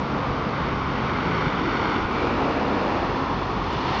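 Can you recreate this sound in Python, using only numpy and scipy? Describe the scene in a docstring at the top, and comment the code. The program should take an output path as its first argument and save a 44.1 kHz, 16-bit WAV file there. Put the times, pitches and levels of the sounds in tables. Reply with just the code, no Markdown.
"""Traffic on a city bridge, heard from the kerb through a small mono microphone.
First a bus pulls away on the far side, over the steady wash of other traffic; wheels and bodywork thump.
Then a diesel taxi comes up, passes at two seconds and leaves its roar and a tailpipe boom behind.
Last comes a box truck, and loose fittings tick. Each engine pulses and hums in step with its firing;
the noise from the front of the taxi and the truck reaches the ear both directly and off the asphalt."""
import sys
import numpy as np
from scipy import signal
from scipy.fft import rfft, irfft
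from scipy.io import wavfile

SR = 44100
rng = np.random.default_rng(int(sys.argv[2]) if len(sys.argv) > 2 else 0)


def inscribe(sig):
    """Save sig as 16-bit PCM at rate SR to the path in sys.argv[1].

    A 1-D sig is mono; a 2-D sig holds one channel per row.
    Samples are clipped to [-1, 1] before scaling.
    """
    pcm = np.round(np.clip(np.atleast_2d(sig).T, -1, 1) * 32767)
    wavfile.write(sys.argv[1], SR, pcm.astype(np.int16))


N = 176400

# Noise colours, or how strong each frequency is next to the others: f/Hz, level/dB
TAXI_FRONT_COLOUR = [(60, -13), (170, -6), (310, 6), (480, 1), (620, -7), (850, -0.5), (1200, -5.5),
                     (1480, 2), (1700, -7.5), (1870, -9), (2070, -5.5), (2330, -12), (2600, -18.5),
                     (2800, -10), (3050, -11.5), (3270, -20.5), (3660, -14), (3920, -30), (4300, -19.5),
                     (4600, -22.5), (4850, -26), (5500, -27), (7000, -45.5)]
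TAXI_SIDE_COLOUR = [(60, -17.5), (140, -6.5), (230, 2), (340, 0.5), (480, 1.5), (620, -9.5), (800, -8),
                    (1130, -5.5), (1300, -6.5), (1450, -5), (1720, -17.5), (2000, -22), (2350, -9.5),
                    (2600, -17), (2900, -19), (3300, -23), (3650, -21.5), (5000, -30.5), (7000, -47.5)]
TAXI_REAR_COLOUR = [(60, -15), (140, -7), (220, 2), (300, 0), (380, -4.5), (480, 0.5), (620, -1.5),
                    (800, -2.5), (950, -4.5), (1100, -15), (1380, -8), (1600, -14), (1870, -13),
                    (2150, -17), (2400, -15.5), (2820, -16), (3250, -26.5), (3600, -24.5), (5000, -30),
                    (7000, -47.5)]
TRUCK_FRONT_COLOUR = [(100, 3), (200, 9.5), (270, 1), (350, 8.5), (550, -7), (920, 1), (1300, -4.5),
                      (2000, -3.5), (2650, -3), (3050, -2.5), (3550, -4), (3900, -8), (4300, -7.5),
                      (5700, -17), (7000, -32.5)]
TRUCK_TYRES_COLOUR = [(60, -8), (115, -6), (250, -9.5), (370, 2), (560, -9), (750, -0.5), (930, 2),
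                      (1130, -3), (1450, -14), (1850, -9), (2200, -20.5), (2650, -16.5), (3100, -25),
                      (3480, -17.5), (3850, -34.5), (4250, -22.5), (4750, -32.5), (5200, -29), (7000, -51)]
BUS_ENGINE_COLOUR = [(40, -10.5), (75, 1), (150, -2), (230, 4.5), (290, 0.5), (380, -13.5), (480, 0),
                     (620, -5), (780, -7), (1200, 0), (1450, -7), (1800, -10), (2300, -12), (3500, -17.5),
                     (4100, -22), (7000, -48.5), (7500, -69)]
BUS_ROAR_COLOUR = [(150, -15.5), (215, -0.5), (330, -15.5), (480, -4.5), (620, -3.5), (760, -3.5),
                   (1000, -18.5), (3000, -38.5), (7000, -54)]
TICK_COLOUR = [(3000, -3), (5500, -6), (7000, -13), (9000, -12)]
WASH_COLOUR = [(20, -11.5), (32, -10.5), (45, -0.5), (70, 2), (120, -0.5), (190, 1.5), (290, 0.5),
               (470, -2.5), (620, -10), (850, -3), (1100, 0), (1350, -5), (1650, -15.5), (2300, -16.5),
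               (2900, -22.5), (3500, -22), (3850, -26), (4400, -25.5), (5200, -28.5), (6300, -37.5),
               (6900, -44.5), (7400, -77)]
# How loud each part of a vehicle is as it comes and goes: t/s, level/dB
TAXI_FRONT_LEVEL = [(0, -40), (.8, -33.5), (1.15, -30.5), (1.4, -26), (1.55, -30), (1.72, -25.5),
                    (1.96, -25), (2.07, -32), (2.3, -42), (4, -73)]
TAXI_SIDE_LEVEL = [(0, -74.5), (1.9, -43), (2.07, -31.5), (2.17, -25.5), (2.29, -26), (2.42, -34.5),
                   (2.7, -41), (4, -71)]
TAXI_REAR_LEVEL = [(0, -69.5), (2.1, -40), (2.24, -31.5), (2.4, -26.5), (2.55, -26), (2.7, -27.5),
                   (2.88, -25.5), (3.05, -29), (3.2, -34.5), (3.5, -42.5), (4, -51)]
TAXI_WHINE_LEVEL = [(0, -62), (1.2, -46.5), (2, -49), (2.1, -52), (2.28, -44), (2.5, -51.5), (4, -76)]
TAXI_EXHAUST_LEVEL = [(0, -50.5), (1, -42), (1.3, -31.5), (1.7, -52), (2.05, -43), (2.4, -41.5), (4, -46.5)]
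TRUCK_FRONT_LEVEL = [(0, -69.5), (2.5, -51), (3.2, -41.5), (3.62, -40), (3.74, -34.5), (3.83, -34),
                     (3.92, -31.5), (4, -30.5)]
TRUCK_TYRES_LEVEL = [(0, -67.5), (2, -35.5), (2.7, -31), (3.05, -28.5), (3.4, -31), (3.7, -31.5),
                     (3.95, -26.5), (4, -28)]
TRUCK_EXHAUST_LEVEL = [(0, -65), (2.2, -39), (3, -38.5), (3.55, -33), (3.8, -39.5), (4, -38)]
BUS_ENGINE_LEVEL = [(0, -35), (.27, -31), (.5, -33), (.6, -29.5), (.73, -30), (.8, -35.5), (.95, -31),
                    (1.2, -29), (1.6, -31), (2.2, -40), (4, -43)]
BUS_ROAR_LEVEL = [(0, -34.5), (.35, -34.5), (.65, -38), (.85, -52.5), (4, -67.5)]
BUS_EXHAUST_LEVEL = [(0, -36), (.6, -38.5), (.9, -36.5), (1.3, -45.5), (2, -46.5), (4, -48)]
# The taxi's tailpipe booms once it points this way: t/s, level/dB
TAXI_BOOM_LEVEL = [(0, -80), (2.1, -45), (2.42, -28), (2.58, -37.5), (2.73, -24.5), (2.87, -41),
                   (3.25, -35.5), (4, -47.5)]
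# How often each engine fires: t/s, f/Hz
TAXI_FIRING = [(0, 57), (1.27, 55.46), (1.5, 53.03), (2.05, 45.93), (2.5, 46.08), (2.75, 45.8), (4, 44.37)]
TRUCK_FIRING = [(0, 44.1), (2.4, 44.5), (2.9, 46.17), (3.5, 47.8), (4, 48.5)]
BUS_FIRING = [(0, 48.2), (.3, 46), (.7, 45.2), (1.1, 44.2), (1.6, 43.72), (4, 41.7)]
# The tones that make up each exhaust's hum: multiple of the firing rate, relative level/dB
TAXI_TONES = [(2, -7.5), (3, -0.5), (4, -11.5)]
TRUCK_TONES = [(1, -3), (2, -12.5), (3, -11.5), (4, -16)]
BUS_TONES = [(1, -7.5), (1.5, -5.5), (3, 2), (6, -7.5)]
# The noise from the taxi's front sinks in pitch as it goes by: t/s, pitch ratio
TAXI_PITCH = [(0, 1.005), (1.9, 1.0), (2.4, .94)]
# Dull thumps of wheels and bodywork: t/s, level/dB, f/Hz
THUMPS = [(.305, -18, 105), (.468, -17, 221), (.678, -19, 200), (0.729, -17, 75), (.885, -21.5, 175),
          (1.467, -13, 136), (2.015, -17, 91), (2.051, -17, 92), (3.755, -18.5, 127)]
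# Small ticks from loose fittings: t/s, level/dB
TICKS = [(3.452, -53), (3.727, -44), (3.848, -50)]


def taxi():
    """Bright engine and tyre noise from the front, then the side with a thin whine, then a dark roar."""
    phase = firing_phase(TAXI_FIRING)
    front = doppler(clatter(phase, TAXI_FRONT_COLOUR, depth=0.14), TAXI_PITCH)
    front = fade(TAXI_FRONT_LEVEL) * road_echo(front, delay_s=0.00089, share=0.36)
    side = fade(TAXI_SIDE_LEVEL) * rms_one(clatter(phase, TAXI_SIDE_COLOUR, depth=0.1))
    rear = fade(TAXI_REAR_LEVEL) * rms_one(clatter(phase, TAXI_REAR_COLOUR, depth=0.062))
    whine_hz = 2298
    whine = fade(TAXI_WHINE_LEVEL) * rough_tone(2 * np.pi * whine_hz * np.arange(N) / SR, width_hz=16)
    return front + side + rear + whine + taxi_tailpipe(phase)


def taxi_tailpipe(phase):
    """The taxi's exhaust hums, and booms with a fluttering tone at six times the firing rate."""
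    boom = rms_one(1.3 * np.sin(6 * phase) + rough_tone(6 * phase, width_hz=14))
    return fade(TAXI_EXHAUST_LEVEL) * exhaust(phase, TAXI_TONES) + fade(TAXI_BOOM_LEVEL) * boom


def truck():
    """Tyre rush and a deep hum arrive first, the diesel's clatter when it is close."""
    phase = firing_phase(TRUCK_FIRING)
    front = road_echo(clatter(phase, TRUCK_FRONT_COLOUR, depth=0.13), delay_s=0.00138, share=0.17)
    tyres = fade(TRUCK_TYRES_LEVEL) * noise(TRUCK_TYRES_COLOUR)
    hum = fade(TRUCK_EXHAUST_LEVEL) * exhaust(phase, TRUCK_TONES)
    return fade(TRUCK_FRONT_LEVEL) * front + tyres + hum


def bus():
    """The bus draws away, its drone sinking; a hollow roar is heard while its side is still near."""
    phase = firing_phase(BUS_FIRING)
    engine = fade(BUS_ENGINE_LEVEL) * rms_one(clatter(phase, BUS_ENGINE_COLOUR, depth=0.18))
    roar = fade(BUS_ROAR_LEVEL) * noise(BUS_ROAR_COLOUR)
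    return engine + roar + fade(BUS_EXHAUST_LEVEL) * exhaust(phase, BUS_TONES)


def firing_phase(firing):
    """An angle that makes one full turn each time the engine fires, at a slightly unsteady speed."""
    rate_hz = in_time(firing) * (1 + 0.0063 * drift(rate_hz=6.7))
    return 2 * np.pi * np.cumsum(rate_hz) / SR


def clatter(phase, colour, depth):
    """Engine noise that swells at every firing; depth sets how much."""
    return noise(colour) * np.exp(depth * (np.cos(phase) + .5 * np.sin(2 * phase)))


def exhaust(phase, tones):
    """An exhaust's hum: tones at multiples of the firing rate, each wavering in loudness by itself."""
    hum = np.zeros(N)
    for multiple, db in tones:
        strength = np.sqrt(2) * from_db(db + 1.5 * drift(rate_hz=2.5))
        hum += strength * np.sin(multiple * phase + rng.uniform(0, 2 * np.pi))
    return hum


def doppler(sound, pitch):
    """The pitch shift of a passing vehicle, made by playing its sound faster or slower."""
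    return np.interp(np.cumsum(in_time(pitch)), np.arange(N), sound, period=N)


def road_echo(sound, delay_s, share):
    """The direct sound plus a later, weaker copy that bounces off the asphalt; strength 1."""
    n = np.arange(N)
    return rms_one(sound + share * np.interp(n - delay_s * SR, n, sound))


def thumps():
    """Each thump of a wheel or body panel is one low ring that dies quickly."""
    out = np.zeros(N)
    for start, db, hz in THUMPS:
        age = np.clip(np.arange(N) / SR - start, 0, 1)
        out -= from_db(db) * die_away(age, ring_s=0.054) * np.sin(2 * np.pi * hz * age)
    return out


def ticks():
    """Loose fittings tick: short bright bursts of noise with a high metallic ring."""
    t = np.arange(N) / SR
    ring_hz = 7230
    metal = noise(TICK_COLOUR) + .2 * np.sin(2 * np.pi * ring_hz * t)
    return metal * sum(from_db(db) * die_away(t - start, ring_s=.06) for start, db in TICKS)


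def far_traffic():
    """The even wash of all the other vehicles, blocked for a moment by the taxi's body."""
    wash_db, dip_db, dip_at_s, dip_width_s = -28, -5, 2.078, 0.019
    dip = np.exp(-((np.arange(N) / SR - dip_at_s) / dip_width_s) ** 2)
    return from_db(wash_db + dip_db * dip) * noise(WASH_COLOUR)


def noise(colour):
    """Noise of the given colour, falling away below its lowest listed frequency; strength 1."""
    hz, db = np.transpose(colour)
    f = np.maximum(np.arange(N // 2 + 1) * SR / N, 1)
    gain = from_db(np.interp(np.log(f), np.log(hz), db))
    gain *= np.minimum(f / hz[0], 1) ** 2
    return rms_one(irfft(rfft(rng.standard_normal(N)) * gain, N))


def rough_tone(phase, width_hz):
    """A narrow band of noise around one pitch, heard as a fluttering tone."""
    return drift(width_hz) * np.cos(phase) + drift(width_hz) * np.sin(phase)


def drift(rate_hz):
    """A slow random wander around zero, typically of size 1."""
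    step, warm_up = 40, 2000  # one value every 40 samples; the first 2000 values are skipped
    keep = np.exp(-2 * np.pi * step * rate_hz / SR)
    jitter = rng.standard_normal(N // step + warm_up + 2)
    slow = signal.lfilter([1], [1, -2 * keep, keep * keep], jitter)[warm_up:]
    return np.interp(np.arange(N) / step, np.arange(len(slow)), rms_one(slow))


def die_away(age, ring_s):
    """Silent before age zero, then a jump to 1 that falls by 60 dB in ring_s seconds."""
    return (age >= 0) * np.exp(-np.log(1000) * np.clip(age, 0, 1) / ring_s)


def fade(levels):
    """Turn a table of times and decibels into a volume for every sample."""
    return from_db(in_time(levels))


def in_time(rows):
    """Join a table's points with straight lines, giving a value for every sample."""
    times, values = np.transpose(rows)
    return np.interp(np.arange(N) / SR, times, values)


def from_db(db):
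    """Turn decibels into a number to multiply by."""
    return 10 ** (np.asarray(db) / 20)


def rms_one(x):
    """Scale a signal so that its average strength (root mean square) is 1."""
    return x / np.sqrt(np.mean(x ** 2) + 1e-20)


def scene():
    """Everything on the bridge, in one channel."""
    return (far_traffic() + bus() + taxi() + truck() + thumps() + ticks())[None]


def record(dry):
    """The recorder drops the deepest rumble and cuts the highest treble steeply."""
    low_cut_hz, high_cut_hz = 20, 7300
    thinned = signal.sosfilt(signal.butter(2, low_cut_hz, "high", fs=SR, output="sos"), dry)
    return signal.sosfilt(signal.ellip(10, .2, 85, high_cut_hz, fs=SR, output="sos"), thinned)


dry = scene()
out = record(dry)
inscribe(out)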